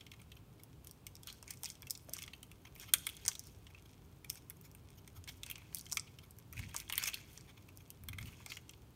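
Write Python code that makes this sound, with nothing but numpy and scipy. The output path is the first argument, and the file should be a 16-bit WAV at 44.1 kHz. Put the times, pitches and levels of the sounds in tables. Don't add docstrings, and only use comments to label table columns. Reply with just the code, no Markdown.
import sys
import numpy as np
from scipy import signal
from scipy.fft import rfft, irfft, next_fast_len
from scipy.io import wavfile
from scipy.ndimage import map_coordinates

SR = 44100
rng = np.random.default_rng(int(sys.argv[2]) if len(sys.argv) > 2 else 0)


def transcribe(u):
    v = np.clip(np.atleast_2d(u).T, -1, 1)
    q = np.round(v * 32767).astype(np.int16)
    wavfile.write(sys.argv[1], SR, q)


N = 394694
FORCE_SAMPLES = 2048
SWELL_STEP = 64

# (centre [Hz], width [Hz], relative level [dB])
KNIFE_MODES = [(596, 330, 0.5), (970, 330, 2), (1342, 270, 0.5), (1549, 170, -3), (2205, 249, 2),
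               (2565, 230, 0), (3290, 320, 2.5), (4470, 400, -6.5)]
# (centre [Hz], width [Hz], relative level [dB])
FLAKE_MODES = [(4510, 1300, -9.5), (5500, 1010, 0), (6430, 516, 0.5), (6854, 410, -2), (8620, 1020, -5.5)]
# (centre [Hz], width [Hz], relative level [dB])
SNAP_MODES = [(9295, 890, -6), (11260, 430, -1), (12630, 1500, -3.5), (15100, 980, -5)]


def amp(db):
    return 10 ** (np.asarray(db) / 20)


def unit(x):
    return x / np.sqrt(np.mean(x ** 2) + 1e-20)


def along(points, hz):
    point_hz, values = np.transpose(points)
    return np.interp(np.log(hz + 1), np.log(point_hz + 1), values)


def wobble(knots_per_s):
    knots = rng.standard_normal(int(N * knots_per_s / SR) + 4)
    return map_coordinates(knots, [np.arange(N) * knots_per_s / SR])


def filtered(x, response):
    size = next_fast_len(N + SR // 2)
    hz = np.fft.rfftfreq(size, 1 / SR)
    return irfft(rfft(x, size) * response(hz), size)[..., :N]


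def shaped_noise(response):
    return unit(filtered(rng.standard_normal(N), response))


def resonances(hz, modes):
    centre_hz, width_hz, db = np.moveaxis(modes, -1, 0)[..., None]
    sign = (-1.) ** np.arange(centre_hz.shape[-2])[:, None]
    damping = 1j * hz * width_hz
    return sign * amp(db) * damping / (centre_hz ** 2 - hz ** 2 + damping)


def rung(x, modes):
    return filtered(x, lambda hz: resonances(hz, modes).sum(0))


def struck(start_s, peak_db, force, modes, scatter_db, best_hz=None, fall_db_per_octave=0):
    body = np.tile(np.array(modes, float), (len(start_s), 1, 1))
    body[..., 2] += scatter_db * rng.standard_normal((len(start_s), len(modes)))
    if best_hz is not None:
        octaves = np.abs(np.log2(body[..., 0] / best_hz[:, None]))
        body[..., 2] -= fall_db_per_octave * (octaves - octaves.min(1)[:, None])
        rows, nearest = np.arange(len(start_s)), octaves.argmin(1)
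        body[rows, nearest, 0] = best_hz
        body[rows, nearest, 2] = np.max(modes, axis=0)[2]
    size = 2 * force.shape[1]
    response = resonances(np.fft.rfftfreq(size, 1 / SR), body).sum(1)
    sound = irfft(rfft(force, size) * response, size)
    sound *= (amp(peak_db) / np.abs(sound).max(1))[:, None]
    first = np.round(np.clip(start_s, 0, None) * SR).astype(int)
    at = first[:, None] + np.arange(size)
    return np.bincount(at.ravel(), sound.ravel(), N + SR)[:N]


def breaking(count, rise_s, t60_s, crumble_db, crumble_t60_s, jolt_db):
    jolt_s = 0.0008
    t = np.arange(FORCE_SAMPLES) / SR
    tear = amp(-60 * t / t60_s) * (1 - np.exp(-(t / rise_s) ** 2))
    pieces_db = np.repeat(4 * rng.standard_normal((count, 32)), 64, axis=1)
    crumble = amp(crumble_db - 60 * t / crumble_t60_s + pieces_db)
    jolt = amp(jolt_db) * (np.arange(len(t)) == round(jolt_s * SR))
    return jolt + (tear + crumble * (t > rise_s)) * rng.standard_normal((count, len(t)))


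def grit(breaks_per_s, spread_db):
    breaks = rng.random(N) < breaks_per_s / SR * amp(5 * wobble(40))
    size = amp(spread_db * np.minimum(rng.exponential(size=N), 3.5))
    return unit(breaks * rng.standard_normal(N) * size)


def swells(start_s, held_s, db, rise_db_per_s, fall_db_per_s):
    t = np.arange(0, N, SWELL_STEP) / SR - start_s[:, None]
    rise_db = rise_db_per_s * np.minimum(t, 0)
    fall_db = fall_db_per_s * np.maximum(t - held_s[:, None], 0)
    gain = amp(db[:, None] + rise_db - fall_db).sum(0)
    return np.repeat(gain, SWELL_STEP)[:N]


def cracks():
    # (start [s], knife-and-bar peak [dB], strongest knife ring [Hz], flake peak [dB], snap peak [dB])
    crack_table = [(0.0075, -43.5, 3230, -52.5, -62), (0.0645, -46, 3150, -54, -57),
                   (0.115, -43.5, 2600, -51, -54), (0.2157, -50.5, 2420, -52, -54),
                   (0.317, -44, 3220, -57, -53), (0.6348, -58, 3400, -49, -40),
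                   (0.846, -58, 2620.0, -54, -43), (0.8709, -53, 3300, -43, -37.5),
                   (0.894, -58, 3300, -55, -57), (0.911, -67, 3270.0, -42, -41.5),
                   (1.0667, -42, 2873, -39, -38), (1.1536, -55, 3750, -40.5, -45),
                   (1.166, -59, 3300, -46, -59), (1.2325, -49.5, 3420, -42.5, -45),
                   (1.2716, -42, 4240, -39.5, -34.5), (1.2992, -40.5, 4200, -46, -53),
                   (1.3265, -52, 4190.0, -41, -44), (1.4264, -49, 885, -40, -43),
                   (1.478, -47, 2120, -39.5, -61), (1.506, -49, 2170, -34, -36),
                   (1.508, -43.5, 2150, -34.5, -36), (1.537, -52.5, 2140.0, -47, -43),
                   (1.5723, -73, 3200.0, -45.5, -63), (1.6334, -40.5, 3330, -32.5, -30.5),
                   (1.6438, -49, 3000.0, -28, -55), (1.651, -58, 3550.0, -31, -46),
                   (1.6572, -45, 3790.0, -28, -51.0), (1.701, -46.5, 3400.0, -33.5, -61),
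                   (1.753, -53.5, 3340.0, -47.5, -59), (1.821, -55, 1590, -42, -38),
                   (1.827, -45, 2280, -59, -61), (1.869, -44.5, 2680, -46, -49),
                   (1.899, -63, 3920.0, -35, -39), (1.9069, -62, 3920.0, -22, -21.5),
                   (1.9513, -46, 3650, -38, -61), (1.975, -71, 3040.0, -42, -43),
                   (2.094, -54, 640.0, -41.5, -40), (2.1303, -64, 4200, -48, -50),
                   (2.135, -45, 3900, -26.5, -25.5), (2.1662, -48, 1040, -35, -50),
                   (2.183, -62, 4400, -40, -45), (2.1863, -35.5, 3050, -45.5, -46),
                   (2.2208, -40, 2660, -37, -49), (2.228, -63, 2750.0, -42, -38),
                   (2.2362, -39, 2830, -42, -57), (2.263, -67, 3000, -46, -51),
                   (2.277, -37, 3050, -51, -62), (2.333, -40.5, 3080, -51, -56),
                   (2.429, -43.5, 3100, -46.5, -42), (2.514, -46.5, 2620, -53, -50),
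                   (2.753, -55.5, 3260, -60, -45), (2.76, -48, 2230, -49, -52),
                   (2.798, -58, 2500.0, -40.5, -38), (2.9365, -16.5, 3290, -12.5, -11),
                   (2.9837, -64.5, 2370, -38, -44), (3.067, -27, 2175, -34.5, -25),
                   (3.089, -39, 3530, -43, -41), (3.097, -39.5, 2580, -58, -37),
                   (3.167, -60, 3600, -41, -44), (3.2514, -42, 1442, -33, -48),
                   (3.262, -40.5, 2100, -29, -36), (3.28, -34, 2820, -16.5, -27),
                   (3.285, -36.5, 1490, -21, -27), (3.314, -40.5, 3360, -44, -60),
                   (3.332, -58, 3900, -42, -52), (3.352, -37, 4130, -37, -43),
                   (3.3934, -71.5, 3940.0, -31, -35), (3.438, -64, 3600, -48, -53),
                   (3.47, -66, 3650, -46.5, -43), (3.6669, -47.5, 3040, -54.5, -77),
                   (3.7447, -46.5, 2570, -59, -77), (4.2447, -42.5, 2310, -52.5, -47),
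                   (4.296, -58, 3300, -38, -44), (4.3, -39.5, 3400, -22.5, -25),
                   (4.3554, -54, 1530, -42, -56), (4.4988, -53, 2340, -54, -31.5),
                   (4.503, -49.5, 2150, -47, -57), (4.612, -70, 1170.0, -63, -45.5),
                   (4.714, -71, 1330, -51.5, -51.5), (4.749, -53, 2510, -57, -41),
                   (4.903, -59, 2300, -52.5, -52), (5.076, -49.5, 2280, -45, -48),
                   (5.24, -53, 3280, -42, -69), (5.275, -41.5, 2270, -48, -52),
                   (5.432, -32.5, 3440, -37.5, -44), (5.463, -46, 2490, -40.5, -46),
                   (5.499, -35, 2350, -44, -37), (5.512, -37, 3200, -55, -30),
                   (5.555, -40, 3200, -43.5, -69), (5.58, -48, 2320, -55, -46),
                   (5.726, -49, 2980, -65, -62), (5.7468, -58, 3360.0, -29.5, -24),
                   (5.769, -46.5, 3400, -43, -40), (5.7846, -55, 3860, -46, -33),
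                   (5.7932, -52, 4400, -39, -45), (5.8105, -68, 3960.0, -40.5, -43),
                   (5.856, -61.5, 4400, -44, -60), (5.864, -45, 3140, -44, -58),
                   (5.8875, -66, 3300, -52, -50), (5.897, -56, 3300, -41, -56),
                   (5.915, -50, 3050.0, -34, -45.0), (5.9225, -49, 1440, -25.5, -30),
                   (5.928, -44, 1420, -24.5, -36), (5.9555, -67, 4400, -45, -60),
                   (5.9703, -24, 2300, -24, -28), (5.996, -65, 4030, -24.5, -52),
                   (6.186, -45, 3050, -51.5, -53.5), (6.3083, -84, 2080, -51.5, -42),
                   (6.386, -58, 1750, -50.5, -41.5), (6.5269, -49, 2290, -49, -37),
                   (6.532, -47.5, 1960, -52, -48), (6.591, -36.5, 2090, -48, -44),
                   (6.743, -39, 1570, -36.5, -37), (6.7637, -40, 2600, -25, -33),
                   (6.786, -64, 3920.0, -45, -45), (6.8005, -43, 3840, -36, -37),
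                   (6.8776, -46.5, 3350, -66, -76), (6.891, -69, 3300, -44, -47),
                   (6.8972, -31, 2200, -33.5, -39), (6.9234, -29, 3020, -39, -31.5),
                   (6.9333, -31.5, 2760.0, -69, -37), (6.9552, -56, 3760.0, -28.5, -49.0),
                   (6.9786, -25.5, 3220, -43, -18), (6.995, -39, 2470.0, -53, -42),
                   (7.0258, -36, 2400.0, -39, -42), (7.037, -33.5, 2270, -25.5, -30),
                   (7.0565, -33.5, 2340, -35, -35), (7.0845, -30, 2320, -38, -36),
                   (7.097, -47, 2500, -43, -46), (7.1327, -37, 3150, -53, -58),
                   (7.1411, -29.5, 4470, -39.5, -35), (7.1713, -46, 2160, -53, -60),
                   (7.376, -53, 1960, -37.5, -65), (7.409, -76.5, 3940.0, -41.5, -66),
                   (7.687, -49.5, 2260, -58, -52.5), (7.773, -81, 3700, -46.5, -41),
                   (7.9035, -51, 3140, -42, -37), (8.0364, -54.5, 2200, -60, -42),
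                   (8.0854, -35, 2180, -42, -33.5), (8.13, -39, 2160, -48, -47),
                   (8.1832, -33.5, 2100, -45, -44.5), (8.226, -42.5, 2160, -45.5, -60),
                   (8.255, -46, 3150, -64, -53), (8.461, -39.5, 2210, -37, -37),
                   (8.5177, -34.5, 2740, -62, -43), (8.5686, -37, 2908, -44, -45),
                   (8.693, -45.5, 3170, -41.5, -50), (8.71, -70.5, 3330, -61, -47),
                   (8.734, -50, 3380, -57, -71)]
    start_s, knife_db, knife_hz, flake_db, snap_db = np.transpose(crack_table)
    knife_lead_db = knife_db - np.maximum(flake_db, snap_db)
    drag = np.clip(1 + knife_lead_db / 22, .4, 1.6)[:, None]
    slow = breaking(count=len(start_s), rise_s=0.001 * drag, t60_s=0.017,
                    crumble_db=-20.5, crumble_t60_s=0.053, jolt_db=23.5 - 15.2 * drag)
    quick = breaking(count=len(start_s), rise_s=0.0006 * drag ** 2, t60_s=0.013 * drag,
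                     crumble_db=-21.5, crumble_t60_s=0.049, jolt_db=16.5 - 11.1 * drag)
    knife = struck(start_s, knife_db, slow, KNIFE_MODES, scatter_db=3.0,
                   best_hz=knife_hz, fall_db_per_octave=12.5)
    flake = struck(start_s, flake_db, quick, FLAKE_MODES, scatter_db=2.0)
    snap = struck(start_s, snap_db, quick, SNAP_MODES, scatter_db=2.0)
    return knife + flake + snap


def knocks():
    # (start [s], peak [dB], strongest ring [Hz])
    knock_table = [(1.272, -48.5, 1280), (1.634, -47, 880), (2.086, -44, 596), (2.935, -30, 1620),
                   (5.92, -47.5, 1110), (6.746, -39.5, 1040), (6.898, -46.5, 886), (8.402, -52, 1000),
                   (8.462, -48, 865)]
    start_s, peak_db, best_hz = np.transpose(knock_table)
    blow = breaking(count=len(start_s), rise_s=0.0017, t60_s=0.028,
                    crumble_db=-34.0, crumble_t60_s=0.0197, jolt_db=-1)
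    return struck(start_s, peak_db, blow, KNIFE_MODES[:4], scatter_db=1,
                  best_hz=best_hz, fall_db_per_octave=38.0)


def slips():
    # (middle [s], knife-and-bar peak [dB], strongest knife ring [Hz], crumb peak [dB], length [s])
    slip_table = [(0.139, -50, 2600, -55, 0.0082), (0.198, -56, 2500, -64, 0.01),
                  (0.37, -52.5, 3110.0, -55, 0.0096), (0.599, -54.5, 2200, -59, 0.0079),
                  (1.286, -40.5, 3300, -54, 0.023), (1.6596, -39, 6300, -40, 0.0083),
                  (2.654, -46.5, 2270, -50, 0.0065), (2.673, -50.5, 2570, -54, 0.014),
                  (2.835, -46.5, 2200, -66, 0.017), (2.89, -45.5, 3130, -49.5, 0.02),
                  (3.705, -55, 2210.0, -59, 0.009), (3.78, -53.5, 2630, -67, 0.012),
                  (3.859, -55, 2450, -61, 0.01), (4.375, -54, 2300, -49, 0.02),
                  (4.654, -59, 2200, -51.5, 0.028), (4.984, -58.5, 3050, -53.5, 0.02),
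                  (5.169, -54.5, 1370, -51.5, 0.032), (5.291, -41, 3260, -39, 0.015),
                  (5.62, -52.5, 2250.0, -66, 0.0068), (6.076, -51.5, 3140, -65, 0.013),
                  (6.238, -52.5, 2210, -55, 0.015), (6.694, -50, 3100, -53, 0.014),
                  (6.713, -51, 3210.0, -59, 0.01), (7.077, -31.5, 2230, -27, 0.012),
                  (7.495, -51, 2280, -57, 0.036), (7.578, -50, 2180, -58.5, 0.01),
                  (7.807, -54.5, 2520, -58, 0.0099), (8.214, -48, 2200.0, -50, 0.0099),
                  (8.281, -48.5, 2930, -56, 0.039), (8.504, -42, 4800, -47, 0.011)]
    middle_s, knife_db, ring_hz, crumb_db, length_s = np.transpose(slip_table)
    t = np.arange(FORCE_SAMPLES) / SR
    half_s = t[-1] / 2
    swell = np.exp(-((t - half_s) / (0.5 * length_s[:, None])) ** 2)
    grain = amp(1.2 * rng.exponential(size=swell.shape)) * rng.standard_normal(swell.shape)
    force = swell * grain
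    start_s = middle_s - half_s
    knife = struck(start_s, knife_db, force, KNIFE_MODES, scatter_db=3.0,
                   best_hz=ring_hz, fall_db_per_octave=8)
    crumbs = struck(start_s, crumb_db, force, FLAKE_MODES + SNAP_MODES, scatter_db=3)
    return knife + crumbs


def stroke():
    # (full strength from [s], held [s], rubbing level before the 3 dB cut below [dB],
    # pitch it sings at [Hz], crumb level [dB])
    scrape_table = [(0.0, 0.0084, -68, 3200, -76), (0.88, 0.051, -91, 3300, -74),
                    (1.28, 0.03, -59, 3900, -61), (1.5, 0.0071, -61, 2300, -62),
                    (1.65, 0.045, -62, 3500, -62), (1.92, 0.023, -70, 3700, -67),
                    (2.15, 0.0096, -56.5, 2770, -62), (2.22, 0.0061, -58.5, 2800, -64),
                    (2.808, 0.012, -55.5, 2920, -59), (2.96, 0.091, -62.5, 3440, -66),
                    (3.08, 0.14, -65, 3470, -66.5), (3.27, 0.062, -65, 3300, -64),
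                    (3.43, 0.086, -73.5, 5200, -77.5), (4.309, 0.033, -72.5, 3260, -66),
                    (5.281, 0.042, -67.5, 3020, -65.5), (5.47, 0.039, -58.5, 2420, -65),
                    (5.6, 0.08, -72, 2220, -84), (5.755, 0.027, -59.5, 4360, -59),
                    (5.915, 0.018, -70, 2620, -59), (6.571, 0.059, -55.5, 2320, -63.5),
                    (6.762, 0.017, -52, 2730, -53), (6.967, 0.011, -50.5, 2200, -60),
                    (7.025, 0.04, -47, 2300, -53), (7.16, 0.023, -59, 3470, -70),
                    (7.3, 0.073, -70.5, 3300, -71), (8.22, 0.19, -65, 2700, -69.5),
                    (8.497, 0.035, -60, 5100, -67)]
    start_s, held_s, rub_db, rub_hz, crumb_db = np.transpose(scrape_table)
    bite_db_per_s, ease_db_per_s = 448.5, 280
    linger_db, linger_db_per_s = -21.5, 30

    def scrape_gain(db):
        main = swells(start_s, held_s, db, bite_db_per_s, ease_db_per_s)
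        return main + swells(start_s, held_s, db + linger_db, bite_db_per_s, linger_db_per_s)

    edge = grit(breaks_per_s=1200, spread_db=4.0)
    rub = 0
    for mode in KNIFE_MODES[3:] + FLAKE_MODES[1:4]:
        off_pitch_db = np.minimum(22 * np.abs(np.log2(mode[0] / rub_hz)), 12)
        ring = unit(rung(np.roll(edge, round(mode[0])), [mode]))
        rub = rub + scrape_gain(rub_db - off_pitch_db) * amp(2.8 * wobble(45)) * ring
    crumbs = grit(breaks_per_s=1800, spread_db=4.0)
    flake_fizz = amp(3.5 * wobble(39)) * rung(crumbs, FLAKE_MODES)
    snap_fizz = amp(1.5 + 4.8 * wobble(27)) * rung(crumbs, SNAP_MODES)
    return amp(-3.0) * rub + scrape_gain(crumb_db) * unit(flake_fizz + snap_fizz)


def strays():
    dull = unit(rung(grit(breaks_per_s=45, spread_db=1.5), KNIFE_MODES[4:] + FLAKE_MODES))
    bright = unit(rung(grit(breaks_per_s=30, spread_db=1.5), FLAKE_MODES[2:] + SNAP_MODES))
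    return amp(-80.5) * dull + amp(-82.5) * bright


def hand_thuds():
    # (full strength from [s], held [s], level [dB])
    thud_table = [(5.152, 0.19, -60), (6.6, 0.015, -46.5), (8.09, 0.17, -49.5)]
    # (frequency [Hz], relative density [dB])
    thud_spectrum = [(20, -34), (40, -12), (100, -0.5), (146, -15), (260, -19.5), (400, -44.5), (880, -120)]
    thud = shaped_noise(lambda hz: amp(along(thud_spectrum, hz)))
    start_s, held_s, db = np.transpose(thud_table)
    return swells(start_s, held_s, db, rise_db_per_s=147, fall_db_per_s=91) * thud


def room_tone():
    # (centre [Hz], width [Hz], relative level [dB])
    hum_modes = [(56, 25.8, -2), (100.5, 20.9, 0), (131.4, 20.3, -2.5), (168.1, 11.3, -4), (200.3, 25, -12),
                 (264.3, 25.3, -11.5), (311, 28, -13.5), (406.3, 16, -19)]
    # (frequency [Hz], relative density [dB])
    air_spectrum = [(240, -21), (400, 1), (563, -7), (1000, -7.5), (1930, -17.5), (2550, -14.5),
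                    (4750, -19.5), (5730, -22), (9280, -21.5), (10300, -24), (13100, -20.5), (15700, -22),
                    (16500, -42)]
    rumble = filtered(rng.standard_normal(N), lambda hz: hz ** 3 / (hz ** 3 + 40 ** 3))
    hum = unit(rung(rumble, hum_modes))
    air = shaped_noise(lambda hz: amp(along(air_spectrum, hz)))
    return amp(-59.5) * hum + amp(-69.5) * air


def room(x, decays):
    hz, t, spectrum = signal.stft(rng.standard_normal(SR // 2), SR, nperseg=256)
    decay = amp(-60 * t / along(decays, hz)[:, None])
    tail = signal.istft(spectrum * decay, SR, nperseg=256)[1]
    delayed = np.pad(x, (150, 0))
    return signal.oaconvolve(delayed, tail / np.linalg.norm(tail))[:N]


def scene():
    # (frequency [Hz], t60 [s])
    near_decays = [(1000, 0.14), (4000, 0.044), (15000, 0.035)]
    # (frequency [Hz], t60 [s])
    late_decays = [(1000, 0.47), (4000, 0.49), (15000, 0.27)]
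    hits = cracks() + knocks() + slips() + strays()
    near = amp(-12.5) * room(hits, near_decays)
    late = amp(-20) * room(hits, late_decays)
    return (hits + near + late + stroke() + hand_thuds() + room_tone())[None]


def record(dry):
    top_hz = 16900

    def response(hz):
        step = amp(np.interp(hz, [15700, 16000], [0, -12]))
        return step / (1 + (hz / top_hz) ** 100)

    return filtered(dry, response)


dry = scene()
out = record(dry)
transcribe(out)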